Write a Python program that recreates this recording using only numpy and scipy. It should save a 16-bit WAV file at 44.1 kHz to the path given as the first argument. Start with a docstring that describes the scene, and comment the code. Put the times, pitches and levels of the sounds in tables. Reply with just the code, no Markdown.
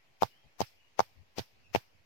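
"""Outdoors on a mat, a stone pestle pounds chopped herbs in a stone mortar, close to two microphone ports.
Each blow crunches through the herbs (shaped noise), knocks stone on stone (a short force on ringing
modes) and thumps the ground (decaying low tones); nearby surfaces answer the stone diffusely. Light
wind puffs on the ports, birds whistle far off and the air hisses. The right channel runs about 10 ms late."""
import sys
import numpy as np
from scipy import signal
from scipy.fft import rfft, irfft, next_fast_len
from scipy.io import wavfile
from scipy.ndimage import uniform_filter1d, map_coordinates

SR = 44100
rng = np.random.default_rng(int(sys.argv[2]) if len(sys.argv) > 2 else 0)


def put_to_file(sound):
    """Save the sound as 16-bit audio at rate SR, in the file named by the first command-line argument."""
    columns = np.atleast_2d(sound).T  # one column per channel
    safe = np.clip(columns, -1, 1)
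    whole_steps = np.round(safe * 32767)
    wavfile.write(sys.argv[1], SR, whole_steps.astype(np.int16))


N = 90404  # length [samples]

# Pestle blows: (time [s], knock level [dB], contact [ms], thump [dB], jolt [dB], crunch [dB], settling [dB],
# crack [dB], crack centre [Hz], crack treble [dB], crunch lead [ms], left over right [dB])
PESTLE_BLOWS = [(0.223, -8, 0.18, -36, -22, -42, -56.5, -33.5, 5000, 1.5, 23, 0),
                (0.6062, -15.5, 0.26, -36, -22.5, -42, -53, -31.5, 4700, 0.5, 28, 0),
                (0.9941, -7, 0.16, -42.5, -25.5, -44.5, -56.5, -32, 5500, -1.5, 25, 2),
                (1.3841, -23.5, 0.45, -36, -29, -41, -57, -35, 4770, -4.5, 30, 3.5),
                (1.7499, -12, 0.32, -33.5, -24, -41.5, -57.5, -25, 2360, -6, 25, 2.5)]


def knocks():
    """A short force rings the stone modes of the mortar, after a dip in pressure as the pestle lands."""
    # Resonances of the mortar: (frequency [Hz], t60 [s], left [dB], right [dB])
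    mortar_modes = [(480, 0.0097, -7, -8), (864, 0.0066, 8.5, 5), (866, 0.01, -9, -2),
                    (1110, 0.011, -16, -12), (2150, .012, 0, -9)]
    dip_db, dip_early_s, dip_width_s, dip_low_cut_hz = -6, .0008, .0005, 250  # dip level is under the knock

    def mortar_response(hz):
        response = 0
        for centre_hz, t60_s, left_db, right_db in mortar_modes:
            damping = 1j * hz * np.log(1000) / t60_s / np.pi
            gain = amp([[left_db], [right_db]])
            response = response + gain * 1j * hz / (centre_hz ** 2 - hz ** 2 + damping)
        return response

    t, out = np.arange(N) / SR, np.zeros((2, N))
    for start_s, knock_db, contact_ms, *_, pan_db in PESTLE_BLOWS:
        force = np.exp(-((t - start_s) / (contact_ms / 1000)) ** 2 / 2)
        ring = filtered(force, mortar_response)
        dip = amp(dip_db) * np.exp(-((t - start_s + dip_early_s) / dip_width_s) ** 2)
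        dip = filtered(dip, lambda hz: low_cut(hz, dip_low_cut_hz))
        pan = amp([[pan_db / 2], [-pan_db / 2]])
        out += amp(knock_db) * pan * (ring / ring.max() - dip)
    return out


def rim_brush():
    """A soft brush on the rim: one brief tone whose strength wavers at random in each channel."""
    # The brush: (centre time [s], length [s], pitch [Hz], level [dB])
    centre_s, length_s, pitch_hz, level_db = (.445, .035, 800, -67)
    t = np.arange(N) / SR
    swell = np.exp(-(2 * (t - centre_s) / length_s) ** 2)
    return amp(level_db) * swell * np.sin(2 * np.pi * pitch_hz * t) * wobble(122.2)


def thumps():
    """The ground takes a jolt, a fast-decaying low tone, then swells and sinks at a lower pitch."""
    swell_hz, swell_delay_s, swell_rise_s, swell_power, crest_s = 115.5, 0.0019, 0.014, 6.7, .0133
    jolt_hz, jolt_t60_s, jolt_rise_s = 205.2, .02, .0006
    right_db = 1
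    t, out = np.arange(N) / SR, np.zeros(N)
    for start_s, _, _, thump_db, jolt_db, *_ in PESTLE_BLOWS:
        after = np.maximum(t - start_s, 0)
        u = np.maximum(t - start_s - swell_delay_s, 0) / swell_rise_s
        swell = (u * np.exp(1 - u)) ** swell_power
        out += amp(thump_db) * swell * np.cos(2 * np.pi * swell_hz * (after - crest_s))
        rise = np.exp(-(np.minimum(t - start_s, 0) / jolt_rise_s) ** 2)
        decay = amp(jolt_db - 60 * after / jolt_t60_s)
        out += rise * decay * np.cos(2 * np.pi * jolt_hz * (t - start_s))
    return out * amp([[0], [right_db]])


def crunch():
    """Grainy noise grows as the pestle sinks into the herbs, cracks at the contact and settles."""
    # Colour of the crushed herbs: (frequency [Hz], left [dB], right [dB])
    herb_colour = [(305.3, -4, -5.5), (891, 3.5, -7), (1600, -3.5, 0), (2315, 2, -1), (3519, -6.5, -3),
                   (5300, -2.5, -3.5), (6190, -4.5, -9.5), (7240, -16.5, -16.5), (9960, -19.5, -22),
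                   (11500, -18, -17), (13700, -9.5, -13.5), (15500, -19, -20)]
    # Colour of the bits of herb falling back: (frequency [Hz], left [dB], right [dB])
    bit_colour = [(487.2, -19, -14.5), (1464, -4.5, -11), (2447, 1.5, 1), (3851, -1, -3.5), (5300, 7, -4),
                  (6660, -10, -9.5), (9500, -8.5, -21.5), (11430, -10, -16), (13860, -1.5, -7),
                  (15450, -11.5, -28)]
    # Colour of the fine hiss over the falling bits: (frequency [Hz], left [dB], right [dB])
    spray_colour = [(6000, -40, -40.5), (8100, -8, -10), (10430, -6.5, -7), (13700, 0.5, -3),
                    (15500, -4.5, -6.5)]
    patch_db, grain_db = 2.5, 1.5
    lead_db, crunch_t60_s = 32, 0.13  # the lead-in starts this far down, one lead time before contact
    settle_t60_s, spray_t60_s, spray_db = .4, 0.22, -4.5  # spray level is relative to the bits
    crack_rise_s, crack_t60_s, crack_early_s = .0012, .021, .0005
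    focus_db, focus_octaves = 8, .7  # lift of the crack centre over the far bands, and its half width
    treble_hz = 6400  # crack treble starts here and acts in full from twice this

    def grainy(colour):
        return coloured(patchy(patch_db, size=128) * amp(grain_db * wobble(600)), colour)

    t, out = np.arange(N) / SR, np.zeros((2, N))
    herbs, bits = grainy(herb_colour), grainy(bit_colour)
    spray = coloured(patchy(patch_db, size=128), spray_colour)
    for start_s, *_, crunch_db, settle_db, crack_db, crack_hz, treble_db, lead_ms, _ in PESTLE_BLOWS:
        after = np.maximum(t - start_s, 0)
        before = np.maximum(start_s - t, 0) / (lead_ms / 1000)
        out += amp(crunch_db - lead_db * before ** 2 - 60 * after / crunch_t60_s) * herbs
        out += (t > start_s) * amp(settle_db - 60 * after / settle_t60_s) * bits
        out += (t > start_s) * amp(settle_db + spray_db - 60 * after / spray_t60_s) * spray

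        since = t - start_s + crack_early_s
        rise = np.exp(-(np.minimum(since, 0) / crack_rise_s) ** 2)
        burst = rise * amp(crack_db - 60 * np.maximum(since, 0) / crack_t60_s)

        def crack_tone(hz):
            octaves = np.log2((hz + 1) / crack_hz)
            focus = focus_db * (np.exp(-(octaves / focus_octaves) ** 2) - 0.5)
            return amp(focus + treble_db * np.clip(hz / treble_hz - 1, 0, 1))

        out += filtered(burst * herbs, crack_tone)
    return out


def yard(x):
    """Nearby surfaces answer with a short diffuse tail: noise that decays at its own rate in each band."""
    # Decay of the answer: (frequency [Hz], t60 [s])
    yard_decay = [(200, 0.029), (800, 0.068), (3000, .06)]
    hz, t, z = signal.stft(rng.standard_normal((2, SR // 4)), SR, nperseg=128)
    decay = amp(-60 * t / along(yard_decay, hz).T)
    tail = signal.istft(z * decay, SR, nperseg=128)[1]
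    return signal.fftconvolve(x, tail / np.linalg.norm(tail[0]), axes=1)[:, :N]


def wind():
    """Air pushes on each port in its own puffs: low rumbling noise under smooth swells."""
    # Puffs on the left port: (centre time [s], length [s], level [dB])
    puffs_left = [(.11, 0.034, -66), (.465, 0.037, -57.5), (.76, 0.45, -74.5), (1.08, .05, -66.5),
                  (1.175, .04, -53.5), (1.22, 0.041, -52.5), (1.3, 0.046, -71.5), (1.56, .1, -69.5),
                  (1.67, 0.075, -68), (1.9, .1, -75)]
    # Puffs on the right port: (centre time [s], length [s], level [dB])
    puffs_right = [(0.118, 0.093, -77.5), (.74, 0.037, -73.5), (.92, .06, -73), (1.11, 0.048, -66),
                   (1.2, 0.058, -84), (1.58, 0.087, -64.5), (1.642, 0.094, -69.5), (1.7, .05, -57.5),
                   (1.95, .04, -61), (1.999, .04, -64.5)]
    # Colour of the puffs: (frequency [Hz], level [dB])
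    gust_colour = [(25, 0), (60, -5.5), (90, 1.5), (170, -13.5), (300, -23), (700, -42.5), (2000, -75.5)]
    t, swells = np.arange(N) / SR, np.zeros((2, N))
    for channel, puffs in enumerate((puffs_left, puffs_right)):
        for centre_s, length_s, level_db in puffs:
            swells[channel] += amp(level_db) * np.exp(-(2 * (t - centre_s) / length_s) ** 2)
    return swells * coloured(rng.standard_normal((2, N)), gust_colour)


def birds():
    """Thin gliding whistles, blurred by distance: slow noise spreads each pitch into a narrow band."""
    # Far calls: (start [s], length [s], first pitch [Hz], last pitch [Hz], width [Hz], level [dB])
    bird_calls = [(0.295, 0.097, 2900, 3117, 250, -68.5), (0.362, 0.1, 3250, 3160, 200, -74.5),
                  (0.462, 0.031, 2550, 2540, 252, -74), (0.753, 0.17, 2900, 2870, 101, -73),
                  (.74, .25, 5550, 6900, 149.8, -87), (1.621, 0.09, 2766, 2547, 300, -68),
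                  (1.644, 0.034, 5620, 5450, 200, -83)]
    t, out = np.arange(N) / SR, np.zeros((2, N))
    for start_s, length_s, first_hz, last_hz, width_hz, level_db in bird_calls:
        u = np.clip((t - start_s) / length_s, 0, 1)
        phase = 2 * np.pi * np.cumsum(first_hz + (last_hz - first_hz) * u) / SR
        noise = filtered(rng.standard_normal((2, 2, N)), lambda hz: np.exp(-(2 * hz / width_hz) ** 2))
        whistle = unit(np.sin(phase) * noise[0] + np.cos(phase) * noise[1])
        swell = np.sqrt(abs(np.sin(np.pi * u))) * (u < 1)
        out += amp(level_db) * swell * whistle
    return out


def air():
    """Steady outdoor hiss: shaped noise with faint patches of random gain."""
    # Colour of the open air: (frequency [Hz], left [dB], right [dB])
    air_colour = [(30, -7.5, 0), (99, 5.5, 5), (250, 0, 1), (800, 3, 2), (1390, -3.5, -4), (2500, 3, 2.5),
                  (3500, -6, -6), (4950, -4.5, -6.5), (6900, -11, -17), (8000, -20.5, -18.5),
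                  (10000, -23, -20.5), (13000, -15.5, -17), (15500, -29.5, -22.5)]
    return amp(-70) * coloured(patchy(depth_db=2, size=512), air_colour)


def patchy(depth_db, size):
    """Two unrelated noises that share patches of random gain over time and frequency."""
    z = signal.stft(rng.standard_normal((2, N)), nperseg=size)[2]
    field = uniform_filter1d(rng.standard_normal(z.shape[1:]), 6, axis=0)  # across frequency
    field = uniform_filter1d(field, 8, axis=1)  # across time
    return signal.istft(z * amp(depth_db * unit(field)), nperseg=size)[1][:, :N]


def wobble(rate):
    """Smooth random curves, one a channel, through `rate` knots a second."""
    at = [np.arange(N) * rate / SR]
    knots = int(N * rate / SR) + 4
    return np.array([map_coordinates(rng.standard_normal(knots), at) for _ in range(2)])


def coloured(x, spectrum):
    """Two channels through a spectrum in dB, rms 1 together."""
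    return unit(filtered(x, lambda hz: amp(along(spectrum, hz))))


def filtered(x, response):
    """x through a complex response of frequency."""
    m = next_fast_len(N + 8192)
    return irfft(rfft(x, m) * response(np.fft.rfftfreq(m, 1 / SR)), m)[..., :N]


def low_cut(hz, cut_hz):
    """Gain that rolls off the bass, down to half at cut_hz."""
    return hz ** 2 / (hz ** 2 + cut_hz ** 2)


def along(points, hz):
    """Each column after the frequency, read on a log frequency axis."""
    f, *columns = np.transpose(points)
    return np.array([np.interp(np.log(hz + 1), np.log(f + 1), c) for c in columns])


def amp(db):
    """Decibels to linear gain."""
    return 10 ** (np.asarray(db) / 20)


def unit(x):
    """x scaled to rms 1."""
    return x / np.sqrt(np.mean(x ** 2) + 1e-20)


def scene():
    """The stone with its answer from the yard, the ground and herbs, then wind, birds and air."""
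    stone = knocks() + rim_brush()
    answer = amp(-15) * yard(stone)
    return stone + answer + thumps() + crunch() + wind() + birds() + air()


def record(dry):
    """The right channel lags; the deep bass rolls off and nothing is kept above the band limit."""
    # Constant offset, a row for each channel: (offset [full scale])
    channel_offset = [
        [0.00033],
        [.0003],
    ]
    right_late_s, bass_cut_hz, top_hz = .01016, 27.7, 15830
    late = np.array([dry[0], np.roll(dry[1], round(right_late_s * SR))])
    return filtered(late, lambda hz: (hz < top_hz) * low_cut(hz, bass_cut_hz)) + channel_offset


dry = scene()
out = record(dry)
put_to_file(out)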